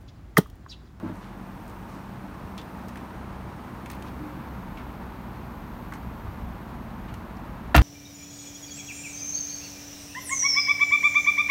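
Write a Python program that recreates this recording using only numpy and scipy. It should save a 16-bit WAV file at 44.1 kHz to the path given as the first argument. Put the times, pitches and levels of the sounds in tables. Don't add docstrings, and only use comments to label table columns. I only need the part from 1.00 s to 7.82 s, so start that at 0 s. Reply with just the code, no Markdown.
import sys
import numpy as np
from scipy import signal
from scipy.fft import rfft, irfft
from scipy.io import wavfile

SR = 44100
rng = np.random.default_rng(int(sys.argv[2]) if len(sys.argv) > 2 else 0)


def to_wav(s):
    ch = np.atleast_2d(s).T
    pcm = np.round(np.clip(ch, -1, 1) * 32767)
    wavfile.write(sys.argv[1], SR, pcm.astype(np.int16))


N = 300740
TIME = np.arange(N) / SR
CUTOFF_HZ = 15800

# (time [s], place [0 to 2])
LISTENER_PLACE = [(0.2, 0), (1.0, 0.43), (2.1, 0.83), (2.8, 0.83), (3.6, 1.33), (4.4, 2.06), (6.82, 1.93)]
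# (time [s], turns per second [Hz])
CRANK_SPEED = [(0, 15.93), (3.7, 16.3), (6.82, 16.05)]
# (multiple of crank speed [-], in the cabin [dB], in the doorway [dB], outside [dB])
EXHAUST_TONES = [(2.85, -51, -58, -50), (3.75, -72, -60, -46.5), (4.1, -57.5, -46, -57),
                 (5.3, -61, -56.5, -52), (6, -55.5, -53.5, -60), (7.45, -65, -56, -52),
                 (8.15, -60, -51, -56), (11, -58, -54, -50), (12, -48, -48.5, -51.5), (13, -58, -64, -56.5),
                 (14, -66, -54.5, -51), (15, -58, -54.5, -53.5)]
# (in the cabin [dB], in the doorway [dB], outside [dB])
RUMBLE_LEVELS = (-46, -42, -44)
FAN_LEVELS = (-47, -43.5, -44.5)
# (time [s], level [dB])
BOOM_LEVEL_CURVE = [(0.25, -58), (0.6, -51), (1.25, -58), (1.47, -51), (1.7, -65), (2.1, -41.5),
                    (2.55, -51), (3.0, -48), (3.4, -56), (3.8, -43), (4.15, -62), (4.6, -47), (5.1, -43.5),
                    (5.42, -37.5), (5.7, -51), (6.15, -40), (6.4, -53), (6.7, -43.5)]
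HISS_LEVEL_CURVE = [(0.25, -69), (0.65, -63.5), (1.2, -67), (1.75, -63.5), (2.3, -67.5), (3.05, -63),
                    (3.55, -64), (4.1, -65), (4.9, -63.5), (5.7, -65.5), (6.7, -66.5)]
# (frequency [Hz], relative level [dB])
BOOM_COLOUR = [(20, -25), (30, -16), (38, 10), (46, -13), (64, 13), (80, -13), (110, -28)]
RUMBLE_COLOUR = [(65, -35), (90, -1.5), (130, 1.5), (180, 2), (250, 1), (310, -0.5), (390, -7), (520, -19)]
FAN_COLOUR = [(330, -6), (400, -4.5), (520, -2.5), (700, -1.5), (920, 2), (1250, -3), (2000, -12),
              (2500, -15), (3050, -20), (4400, -24.5), (5000, -28.5), (7500, -32.5), (10500, -33.5)]
CABIN_HISS_COLOUR = [(5500, 1), (7000, -4), (8600, 0.5), (9800, -5), (11000, 1.5), (13000, 1), (15200, 4),
                     (16000, -7)]
OPEN_AIR_HISS_COLOUR = [(6000, -9), (8000, -10), (10500, -9), (11500, 1.5), (13000, 3.5), (16000, -2)]

# (time [s], strength [dB])
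TRIM_BUMPS = [(0.0278, -33.5), (0.037, -34.5), (0.056, -37), (0.095, -35)]
# (frequency [Hz], level [dB], time to fall 60 dB [s])
TRIM_RINGS = [(98.4, -7.5, 0.28), (175, 1, 0.17), (245.4, 3.5, 0.23), (299.5, -1, 0.33), (336, 2, 0.11),
              (614, -6.5, 0.08)]
# (time [s], level [dB], centre [Hz], time to fall 60 dB [s])
CLOTH_AND_SHOE_RUBS = [(0.04, -38, 980, 0.35), (0.12, -57, 7000, 0.53), (0.2, -49, 2470, 0.39),
                       (0.87, -53.5, 5000, 0.53), (1.576, -37, 3000, 0.086), (3.061, -46, 3000, 0.13),
                       (3.769, -39, 1780, 0.12), (2.905, -44, 2640, 0.14), (4.94, -47, 6000, 0.07),
                       (6.08, -42, 2013, 0.08)]
RUB_OCTAVES, RUB_RISE_SHARE = 1.17, 0.092
# (time [s], knock level [dB], knock centre [Hz], snap level [dB])
TRIM_AND_GRIT_TICKS = [(0.678, -56, 8000, -51), (0.696, -55, 7500, -52), (1.578, -45, 3370, -43),
                       (1.614, -46, 3000, -51), (1.883, -57, 8000, -46), (1.89, -43, 2200, -48),
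                       (1.957, -40, 1900, -50), (1.971, -42, 2000, -46), (2.859, -40, 2230, -46),
                       (2.9003, -35, 1800, -38), (2.913, -45, 14000, -44), (2.932, -43, 2200, -50),
                       (2.949, -52, 14000, -53), (3.023, -43.5, 2500, -48), (3.773, -40, 2070, -56),
                       (4.922, -31, 1300, -49), (4.936, -41, 1870, -44), (6.14, -42, 2310, -44),
                       (6.367, -55, 4800, -62)]
KNOCK_OCTAVES, KNOCK_T60_S = 0.68, 0.038
SNAP_HZ, SNAP_OCTAVES, SNAP_T60_S = 5640, 1.8, 0.028
TICK_RISE_S = 0.0005
# (time [s], level [dB])
SOFT_FOOTFALLS = [(1.426, -34), (3.099, -34.5), (5.23, -30), (5.4, -30), (6.11, -30)]
# (time [s], level [dB], centre [Hz], time to fall 60 dB [s])
PING_AND_HUM = [(1.579, -45, 3460, 0.1), (3.17, -32.5, 300, 0.72)]
TONE_OCTAVES = 0.061

# (time [s], crunch level [dB], centre [Hz],
# width [octaves], time to fall 60 dB [s], blow to the shell [dB])
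DOOR_CONTACTS = [(6.7445, -14, 1500, 1.15, 0.028, -21.5), (6.748, -15, 1200, 1.63, 0.11, -8),
                 (6.7509, -20, 2000, 1.45, 0.041, -10), (6.7627, -12, 1600, 1.8, 0.029, -22),
                 (6.7628, -17, 12200, 0.51, 0.028, -30), (6.7786, -16, 1220, 1.4, 0.058, -28),
                 (6.79, -23, 1600, 0.44, 0.042, -22), (6.8135, -34, 2500, 1.7, 0.088, -33)]
# (frequency [Hz], level [dB], time to fall 60 dB [s])
SHELL_RINGS = [(159.3, -3, 0.17), (235, -6, 0.15), (300.7, -15, 0.5), (474, -18, 0.18), (650, -24, 0.017),
               (714, 4.5, 0.017), (977, -13, 0.073), (1130, -17, 0.046), (1250, -6.5, 0.066),
               (1397, -8.5, 0.05), (1660, -28, 0.04), (1786, -21, 0.13), (1980, -14, 0.04),
               (2550, -17.5, 0.076), (2720, -17, 0.093)]
# (time [s], strength [dB])
STOP_CRACK = (6.7794, -1)
# (frequency [Hz], level [dB], time to fall 60 dB [s])
STOP_RINGS = [(1070, -13, 0.0053), (2710, -4.5, 0.0016), (3850, -8.5, 0.0028)]
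# (time [s], strength [dB], length [s])
AIR_SHOVES = [(6.758, -13.5, 0.0035), (6.7738, -9.5, 0.0025), (6.787, -5, 0.0065)]
# (frequency [Hz], level [dB], time to fall 60 dB [s])
CABIN_RINGS = [(60.5, 5, 0.083), (97, -0.5, 0.25), (138, -2.5, 0.041)]

# (delay [s], level [dB])
NEARBY_ECHOES = [(0.01, -14), (0.019, -14), (0.031, -15.5)]
ECHO_CUT_HZ = 8600
# (centre [Hz], width [Hz])
MICROPHONE_DIPS = [(7650, 520), (10350, 770)]
MIC_DIP_SHARE = 0.37


def from_db(db):
    return 10 ** (np.asarray(db) / 20)


def rms_one(x):
    return x / np.sqrt(np.mean(x ** 2) + 1e-20)


def curve(rows):
    times, values = np.transpose(rows)
    return np.interp(TIME, times, values)


def at_place(levels_db, place):
    return np.interp(place, np.arange(len(levels_db)), levels_db)


def drift(rate_hz):
    step = 40
    warm_up = 2000
    r = np.exp(-2 * np.pi * rate_hz * step / SR)
    noise = rng.standard_normal(N // step + 2 + warm_up)
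    slow = rms_one(signal.lfilter([1], [1, -2 * r, r * r], noise)[warm_up:])
    return np.interp(np.arange(N) / step, np.arange(len(slow)), slow)


def coloured(x, colour):
    hz, db = np.transpose(colour)
    f = np.maximum(np.fft.rfftfreq(N, 1 / SR), 1)
    skirts = np.minimum(1, f / hz[0]) ** 4 * np.minimum(1, hz[-1] / f) ** 4
    shape = from_db(np.interp(np.log(f), np.log(hz), db))
    return rms_one(irfft(rfft(x) * shape * skirts, N))


def ring(force, modes):
    out = np.zeros(N)
    for k, (hz, db, t60) in enumerate(modes):
        r = from_db(-60 / (t60 * SR))
        w = 2 * np.pi * hz / SR
        swing = signal.lfilter([0, np.sin(w)], [1, -2 * r * np.cos(w), r * r], force + 1e-18)
        out += (-1) ** k * from_db(db) * swing
    return out


def add(track, s, sound):
    at = min(int(s * SR), N - 1)
    track[at:at + len(sound)] += sound[:N - at]


def crunch(hz, octaves, t60, grain_db, rise_s):
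    t = TIME[:SR // 2]
    f = np.maximum(np.fft.rfftfreq(len(t), 1 / SR), 1)
    grain = from_db(grain_db * rng.standard_normal(len(t)))
    slips = rng.standard_normal(len(t)) * grain
    hump = 1 / (1 + (np.log2(f / hz) / octaves) ** 2) ** 2
    noise = rms_one(irfft(rfft(slips) * hump * (f < CUTOFF_HZ), len(t)))
    return noise * (1 - np.exp(-t / rise_s)) * from_db(-60 * t / t60)


def exhaust_tones(turns, place):
    tones = np.zeros(N)
    for multiple, *levels_db in EXHAUST_TONES:
        level = from_db(at_place(levels_db, place) + 2.35 * drift(5.4))
        tones += np.sqrt(2) * level * np.sin(2 * np.pi * (multiple * turns + rng.random()))
    return tones


def hiss(place):
    air = rng.standard_normal(N)
    in_the_open = np.clip((place - 0.9) / 0.34, 0, 1)
    inside = (1 - in_the_open) * coloured(air, CABIN_HISS_COLOUR)
    outside = in_the_open * coloured(air, OPEN_AIR_HISS_COLOUR)
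    return from_db(curve(HISS_LEVEL_CURVE)) * (inside + outside)


def idle():
    place = curve(LISTENER_PLACE)
    speed = curve(CRANK_SPEED) * (1 + 0.00371 * drift(2.19))
    turns = np.cumsum(speed) / SR
    firing = np.cos(2 * np.pi * 5 * turns)
    lope = np.cos(2 * np.pi * 2 * turns)
    puffs = from_db(2.5 * firing + 0.63 * lope)
    boom = from_db(curve(BOOM_LEVEL_CURVE)) * coloured(rng.standard_normal(N), BOOM_COLOUR)
    rumble = coloured(puffs * rng.standard_normal(N), RUMBLE_COLOUR)
    rumble *= from_db(at_place(RUMBLE_LEVELS, place))
    fan_db = at_place(FAN_LEVELS, place) + 0.3 * firing + 0.5 * drift(37)
    fan = from_db(fan_db) * coloured(rng.standard_normal(N), FAN_COLOUR)
    return exhaust_tones(turns, place) + boom + rumble + fan + hiss(place)


def trim_bump():
    force = np.zeros(N)
    for s, db in TRIM_BUMPS:
        add(force, s, from_db([db]))
    return ring(force, TRIM_RINGS)


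def rubs():
    out = np.zeros(N)
    for s, db, hz, t60 in CLOTH_AND_SHOE_RUBS:
        rub = crunch(hz, RUB_OCTAVES, t60, grain_db=7.0, rise_s=RUB_RISE_SHARE * t60)
        add(out, s, from_db(db) * rub)
    return out


def ticks():
    out = np.zeros(N)
    for s, knock_db, hz, snap_db in TRIM_AND_GRIT_TICKS:
        knock = crunch(hz, KNOCK_OCTAVES, KNOCK_T60_S, grain_db=4.0, rise_s=TICK_RISE_S)
        snap = crunch(SNAP_HZ, SNAP_OCTAVES, SNAP_T60_S, grain_db=6.0, rise_s=TICK_RISE_S)
        add(out, s, from_db(knock_db) * knock + from_db(snap_db) * snap)
    return out


def footfalls():
    out = np.zeros(N)
    for s, db in SOFT_FOOTFALLS:
        thud = crunch(hz=66, octaves=0.93, t60=0.38, grain_db=2.0, rise_s=0.021)
        add(out, s, from_db(db) * thud)
    return out


def ping_and_hum():
    out = np.zeros(N)
    for s, db, hz, t60 in PING_AND_HUM:
        tone = crunch(hz, TONE_OCTAVES, t60, grain_db=0, rise_s=RUB_RISE_SHARE * t60)
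        add(out, s, from_db(db) * tone)
    return out


def climbing_out():
    return trim_bump() + rubs() + ticks() + footfalls() + ping_and_hum()


def yard(x):
    out = x.copy()
    low_pass = signal.butter(1, ECHO_CUT_HZ, fs=SR, output="sos")
    dull = signal.sosfilt(low_pass, x + 1e-18)
    for delay, db in NEARBY_ECHOES:
        add(out, delay, from_db(db) * dull)
    return out


def door_contacts():
    contacts, blows = np.zeros((2, N))
    for s, db, hz, octaves, t60, blow_db in DOOR_CONTACTS:
        add(contacts, s, from_db(db) * crunch(hz, octaves, t60, grain_db=5.5, rise_s=0.00083))
        add(blows, s, from_db([blow_db]))
    return contacts + ring(blows, SHELL_RINGS)


def cabin_boom():
    pressure = np.zeros(N)
    for s, db, length in AIR_SHOVES:
        push = np.hanning(int(length * SR))
        add(pressure, s, from_db(db) * push / push.sum())
    boom = sum(ring(pressure, [mode]) for mode in CABIN_RINGS)
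    leak_hz = 35
    return signal.sosfilt(signal.butter(2, leak_hz, "high", fs=SR, output="sos"), boom)


def stop_crack():
    crack = np.zeros(N)
    stop_s, stop_db = STOP_CRACK
    add(crack, stop_s, from_db([stop_db]))
    return ring(crack, STOP_RINGS)


def door():
    return yard(door_contacts()) + cabin_boom() + stop_crack()


def scene():
    return (idle() + yard(climbing_out()) + door())[None]


def record(dry):
    for hz, width_hz in MICROPHONE_DIPS:
        notched = signal.lfilter(*signal.iirnotch(hz, hz / width_hz, fs=SR), dry)
        dry = dry + MIC_DIP_SHARE * (notched - dry)
    top = 1.2
    rounded = top * np.tanh(dry / top)
    steep = signal.ellip(10, 0.1, 80, CUTOFF_HZ, fs=SR, output="sos")
    return signal.sosfilt(steep, rounded)


dry = scene()
out = record(dry)
to_wav(out)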